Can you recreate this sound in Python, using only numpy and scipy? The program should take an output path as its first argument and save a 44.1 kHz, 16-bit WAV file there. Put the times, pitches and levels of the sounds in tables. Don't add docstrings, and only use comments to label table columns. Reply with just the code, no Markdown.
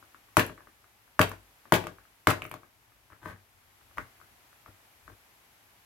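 import sys
import numpy as np
from scipy import signal
from scipy.fft import rfft, irfft, next_fast_len
from scipy.io import wavfile
from scipy.ndimage import map_coordinates

SR = 44100
rng = np.random.default_rng(int(sys.argv[2]) if len(sys.argv) > 2 else 0)


def store_wav(level_fs):
    pcm = np.round(np.clip(np.atleast_2d(level_fs), -1, 1) * 32767)
    wavfile.write(sys.argv[1], SR, pcm.T.astype(np.int16))


N = 257984


def amp(db):
    return 10 ** (np.asarray(db) / 20)


def unit(x):
    return x / np.sqrt(np.mean(x ** 2) + 1e-20)


def along(points, hz):
    point_hz, values = np.transpose(points)
    return np.interp(np.log(hz + 1), np.log(point_hz + 1), values)


def pan(db):
    return amp(np.array([[db], [-db]]) / 2)


def add(track, start_s, sound):
    start = max(round(start_s * SR), 0)
    part = sound[..., :N - start]
    track[..., start:start + part.shape[-1]] += part


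def filtered(x, gain):
    n = x.shape[-1]
    size = next_fast_len(n + 2048)
    return irfft(rfft(x, size) * gain(np.fft.rfftfreq(size, 1 / SR)), size)[..., :n]


def coloured(x, points):
    return filtered(x, lambda hz: amp(along(points, hz)))


def causal(x, points):
    size = next_fast_len(x.shape[-1], real=True)
    gain = amp(along(points, np.fft.rfftfreq(size, 1 / SR)))
    cepstrum = irfft(np.log(gain), size)
    cepstrum[1:size // 2] *= 2
    cepstrum[size // 2 + 1:] = 0
    return irfft(rfft(x, size) * np.exp(rfft(cepstrum)), size)


def wobble(knots_per_s):
    return map_coordinates(rng.standard_normal(256), [np.arange(N) * knots_per_s / SR], mode="wrap")


# frequency in Hz, left-right correlation.
COHERENCE = [(100, 0.92), (350, 0.72), (800, 0.23), (1800, 0), (5000, 0.016)]

def diffuse(size):
    def mid_side_gains(hz):
        angle = np.arccos(along(COHERENCE, hz)) / 2
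        return np.array([np.cos(angle), np.sin(angle)])
    mid, side = filtered(rng.standard_normal((2, size)), mid_side_gains)
    return np.array([mid + side, mid - side])


# frequency in Hz, relative density in dB.
HISS_SPECTRUM = [(60, -14.5), (130, -8), (300, -4), (500, -7), (800, -1.5), (1300, -4), (2300, -4.5),
                 (4000, -10.5), (8000, -14), (10000, -14), (11600, -8), (14000, -13.5), (16000, -19)]
RUMBLE_SPECTRUM = [(20, -21.5), (40, -3.5), (58, -1.5), (80, -4.5), (108, -0.5), (150, -19), (300, -41)]
# time in seconds, level in dB.
HISS_DRIFT = [(0, -61.5), (0.95, -64), (1.5, -62), (2.8, -65), (3.5, -64.5), (4.05, -61), (5.85, -62)]

def background(rumble_db=-72.5, swing_db=2, weight_db=-7.5, lag_s=0.026, width_s=0.036):
    t = np.arange(N) / SR
    hiss_db = np.interp(t, *np.transpose(HISS_DRIFT)) + 0.24
    restless = amp(rumble_db + swing_db * wobble(knots_per_s=2.5))
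    weight = sum(amp(db + thump_db + weight_db) * np.exp(-((t - s - lag_s) / width_s) ** 2)
                 for s, db, thump_db, *_ in PRESSES)
    hiss = pan(1.5) * unit(coloured(diffuse(N), HISS_SPECTRUM))
    rumble = pan(6.5) * unit(coloured(diffuse(N), RUMBLE_SPECTRUM))
    return amp(hiss_db) * hiss + (restless + weight) * rumble


# frequency in Hz, gain in dB.
ROOM_SPECTRUM = [(45, -12.5), (100, 5), (220, 7), (330, 3), (480, 4.5), (750, 0.5), (1150, -8), (1700, 3),
                 (2600, -2.5), (4000, -1.5), (7000, -4.5), (14000, -7)]
# frequency in Hz, t60 in seconds.
ROOM_T60 = [(100, 0.32), (500, 0.36), (1500, 0.25), (4000, 0.3), (12000, 0.28)]

def room(x, gain_db=-0.5, near_db=4.5, wall_s=0.021, wall_db=5):
    out, size, step = np.zeros((2, N)), SR // 2, SR // 3
    t = np.arange(size) / SR
    scatter = amp(near_db) * np.minimum(t / 0.0016, 1)
    answer = 1 + amp(wall_db - 60 * np.abs(t - wall_s) / 0.067) / 2
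    swell = np.where(t < wall_s, scatter, answer)
    for start in range(0, N, step):
        hz, frame_s, spectra = signal.stft(diffuse(size), SR, nperseg=256)
        decay = amp(-60 * frame_s / along(ROOM_T60, hz)[:, None])
        tail = signal.istft(spectra * decay, SR, nperseg=256)[1][:, :size] * swell
        tail = coloured(tail / np.linalg.norm(tail[0]), ROOM_SPECTRUM)
        add(out, start / SR, signal.fftconvolve(x[:, start:start + step], tail, axes=1))
    return amp(gain_db) * out


# delay in seconds, gain in dB.
WALL_ECHOES = [(0.018, -13), (0.027, -18)]
# frequency in Hz, gain in dB.
WALL_SPECTRUM = [(90, -4.5), (200, 1), (400, 0), (1100, -8), (2000, -3), (8000, -9)]

def walls(x):
    out = np.zeros((2, N))
    for delay_s, db in WALL_ECHOES:
        add(out, delay_s, amp(db) * x)
    return causal(np.pad(out, ((0, 0), (0, SR // 8))), WALL_SPECTRUM)[:, :N]


# start in seconds, level in dB.
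GRIP_SHIFTS = [(0.027, -46.5), (0.146, -43.5), (0.578, -44.5), (0.584, -49.5), (0.606, -44.5), (0.672, -44),
               (1.655, -44), (1.985, -46.5), (2.633, -43.5), (4.214, -46.5)]

def glove(start_s=0.02, end_s=4.7, faint_db=-56, spread_db=2, count=16):
    out = np.zeros((2, N))
    faint = [(start_s + (end_s - start_s) * (k + place) / count, faint_db + spread_db * (2 * size - 1))
             for k, (place, size) in enumerate(rng.random((count, 2)))]
    for s, db in GRIP_SHIFTS + faint:
        add(out, s, amp(db) * causal(clack(), [(450, 2), (1050, 2.5), (1700, 6.5), (3000, -4)]))
    return out


def grains(length_s, rate_per_s, spread_db):
    size = round(length_s * SR)
    breaks = rng.random(SR // 4)[:size] < rate_per_s / SR
    strength = amp(spread_db * rng.standard_normal(SR // 4)[:size])
    sign = rng.choice([-1, 1], SR // 4)[:size]
    return unit(breaks * sign * strength * signal.windows.tukey(size, 0.5))


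def grind(body, length_s):
    drive = grains(length_s, rate_per_s=460, spread_db=4)
    return signal.fftconvolve(drive[None], body / np.sqrt(np.sum(body ** 2) / 2), axes=1)


def crushes(delay_s=0.005, crush_s=0.046):
    sudden = [(s + delay_s, crush_s, db - 26, db - 34, db - 51.5) for s, db, *_ in BOTTLE_BLOWS]
    slow = [(s - lead_s, length_s, grind_db, grind_db - 14.5, grind_db - 4.5)
            for s, _, _, grind_db, lead_s, length_s in PRESSES]
    return sudden + slow


# frequency in Hz, relative level in dB.
CRACK_SPECTRUM = [(1500, -8), (3200, 4), (4500, 0), (6500, -0.5), (9000, -2), (12500, 1), (15000, -4),
                  (16500, -14)]

def snap(t60_s, rise_s=0.0004):
    t = np.arange(SR // 20) / SR
    noise = unit(coloured(rng.standard_normal((2, len(t))), CRACK_SPECTRUM))
    return noise * (1 - np.exp(-t / rise_s)) * amp(-60 * t / t60_s)


def crumbs():
    out = np.zeros((2, N))
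    colour = [(100, -5), (400, -4.5), (800, 2), (1150, -5.5), (1800, 0), (3000, -2.5), (6000, -3)]
    for s, length_s, grind_db, fizz_db, _ in crushes():
        glass = causal(clack(), colour)
        add(out, s, amp(grind_db) * grind(glass, length_s))
        fizz = np.array([grains(length_s, rate_per_s=1800, spread_db=6) for _ in range(2)])
        add(out, s, amp(fizz_db) * pan(2.8) * unit(coloured(fizz, CRACK_SPECTRUM)))
    return out


# start in seconds, relative level in dB.
LATE_SPLINTERS = [(0.4645, -30), (1.293, -30.5), (1.8706, -43), (2.4414, -38), (2.464, -40), (2.4947, -44),
                  (2.514, -34)]

def splinters(gain_db=-24, within_s=0.021, below_blow_db=24, spread_db=3, count=2):
    out = np.zeros((2, N))
    thrown = [(s + within_s * (k + rng.random()) / count,
               db - below_blow_db + spread_db * rng.standard_normal())
              for s, db, *_ in BOTTLE_BLOWS for k in range(count)]
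    for s, db in thrown + LATE_SPLINTERS:
        crack = unit(coloured(snap(t60_s=0.014), [(3000, -20), (8000, -3), (11000, 5)]))
        add(out, s, amp(db + gain_db) * pan(5.7) * crack)
    return out


# frequency in Hz, relative level in dB, t60 in seconds.
TABLE_MODES = [(51.96, -43.5, 0.73), (96.6, -22.5, 0.33), (123.3, -20, 0.12), (171.8, -22.5, 0.19),
               (211, -25, 0.066), (264.8, -24.5, 0.18), (307.6, -21.5, 0.18), (347, -33.5, 0.22),
               (429.9, -32.5, 0.24), (457.8, -27, 0.28), (613.4, -17, 0.12), (915.7, -28, 0.1),
               (1084, -24, 0.026)]

def table_boom(rise_s=0.00079):
    out = np.zeros(N)
    t = np.arange(SR // 2) / SR
    ring = sum((-1) ** k * amp(db - 60 * t / t60_s) * np.sin(2 * np.pi * hz * t)
               for k, (hz, db, t60_s) in enumerate(TABLE_MODES))
    ring *= 1 - np.exp(-t / rise_s)
    for s, db, thump_db, *_ in contacts():
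        add(out, s, amp(db + thump_db + 14.5) * ring)
    shudder = causal(ring, [(60, -3.5), (100, 2.5), (160, -4), (500, -16.5)])
    for s, length_s, *_, rumble_db in crushes():
        add(out, s, amp(rumble_db) * grind(shudder[None], length_s)[0])
    return pan(3.5) * out


# frequency in Hz, level in dB, t60 in seconds before the cap, pan in dB.
CLACK_MODES = [(127.8, -16.5, 0.015, 6.5), (376, -14, 0.021, 2.5), (693, -7.5, 0.0067, 9.5),
               (1159, 1, 0.011, 7.5), (1448, -6, 0.012, 5.5), (1725, -7, 0.0061, -1.5),
               (2238, -12.5, 0.012, -4), (2865, -18, 0.0096, 1)]

def clack(scatter_db=1, detune=0.054, rise_cycles=0.34, max_t60_cycles=22, stagger_s=0.000081):
    t = np.arange(SR // 16) / SR
    out = np.zeros((2, len(t)))
    for hz, db, t60_s, pan_db in CLACK_MODES:
        stereo_hz = hz * (1 + detune * rng.standard_normal((2, 1)))
        attack = 1 - np.exp(-t * hz / rise_cycles)
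        decay = amp(-60 * t / min(t60_s, max_t60_cycles / hz))
        lag_s = stagger_s * rng.standard_normal()
        gain = pan(pan_db) * amp(db + scatter_db * rng.standard_normal())
        out -= gain * attack * decay * np.sin(2 * np.pi * stereo_hz * (t - lag_s))
    return out


# click time in seconds, level in dB,
# relative thump in dB, grind level in dB, grind lead in seconds, grind length in seconds.
PRESSES = [(3.102, -45.5, -18, -63, 0.0013, 0.046), (3.258, -26, -14.5, -51, 0.051, 0.14),
           (3.982, -18, -23, -46.5, 0.013, 0.017), (4.661, -39, -20, -63, 0.0018, 0.034),
           (5.079, -38, -14.5, -69, 0.0016, 0.065)]
# start in seconds, level in dB, relative thump and edge in dB.
ROCKING_TAPS = [(0.497, -39, -2.5, -16), (1.316, -28.5, -19.5, -24), (1.84, -31.5, -9, -10.5),
                (1.869, -24, -16, -15.5), (2.42, -28.5, -14, -3.5), (2.452, -32.5, -11, -6),
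                (2.514, -30.5, -15, -11), (2.54, -28.5, -15.5, -22.5)]
# start in seconds, level in dB, relative thump, edge and crack in dB,
# delay until a lump splits in seconds, relative level of the split in dB.
BOTTLE_BLOWS = [(0.369, -4, -12.5, -14, -13.5, .026, -15), (1.193, -5.5, -9.5, -20.5, -18, .021, -11),
                (1.722, -2.5, -14.5, -26, -17, 0.017, -17), (2.271, -3, -15, -20.5, -17, 0.032, -25)]

def contacts(settle_s=0.02, settle_db=-47):
    hard_lump_db = (-15.5, 2.5, -5)
    cushioned_db = (-23.5, -26)
    strikes = [blow[:5] for blow in BOTTLE_BLOWS]
    splits = [(s + delay_s, db + split_db, *hard_lump_db)
              for s, db, *_, delay_s, split_db in BOTTLE_BLOWS]
    taps = [(*tap, -15.5) for tap in ROCKING_TAPS]
    clicks = [(s, db, thump_db, *cushioned_db) for s, db, thump_db, *_ in PRESSES]
    settles = [(s + settle_s, settle_db, -10.5, *cushioned_db) for s, *_ in PRESSES]
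    return strikes + splits + taps + clicks + settles


def bottle(gain_db=1.5):
    out = np.zeros((2, N))
    for s, db, thump_db, edge_db, crack_db in contacts():
        force = [(450, thump_db + 13.5), (1050, 0), (1700, 0),
                 (2700, edge_db + 19.5), (6000, edge_db + 4)]
        add(out, s, amp(db) * causal(clack(), force))
        add(out, s, amp(db + crack_db) * snap(t60_s=0.019))
    return amp(gain_db) * out


def scene():
    near = bottle() + crumbs() + splinters() + glove()
    direct = near + table_boom()
    return direct + walls(direct) + room(near) + background()


def record(dry, low_hz=48, top_hz=16300, ceiling=0.97):
    lean = signal.sosfilt(signal.butter(2, low_hz, "highpass", fs=SR, output="sos"), dry)
    rounded = lean / (1 + (lean / ceiling) ** 6) ** (1 / 6)
    return filtered(rounded, lambda hz: 1 / np.sqrt(1 + (hz / top_hz) ** 200))


dry = scene()
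out = record(dry)
store_wav(out)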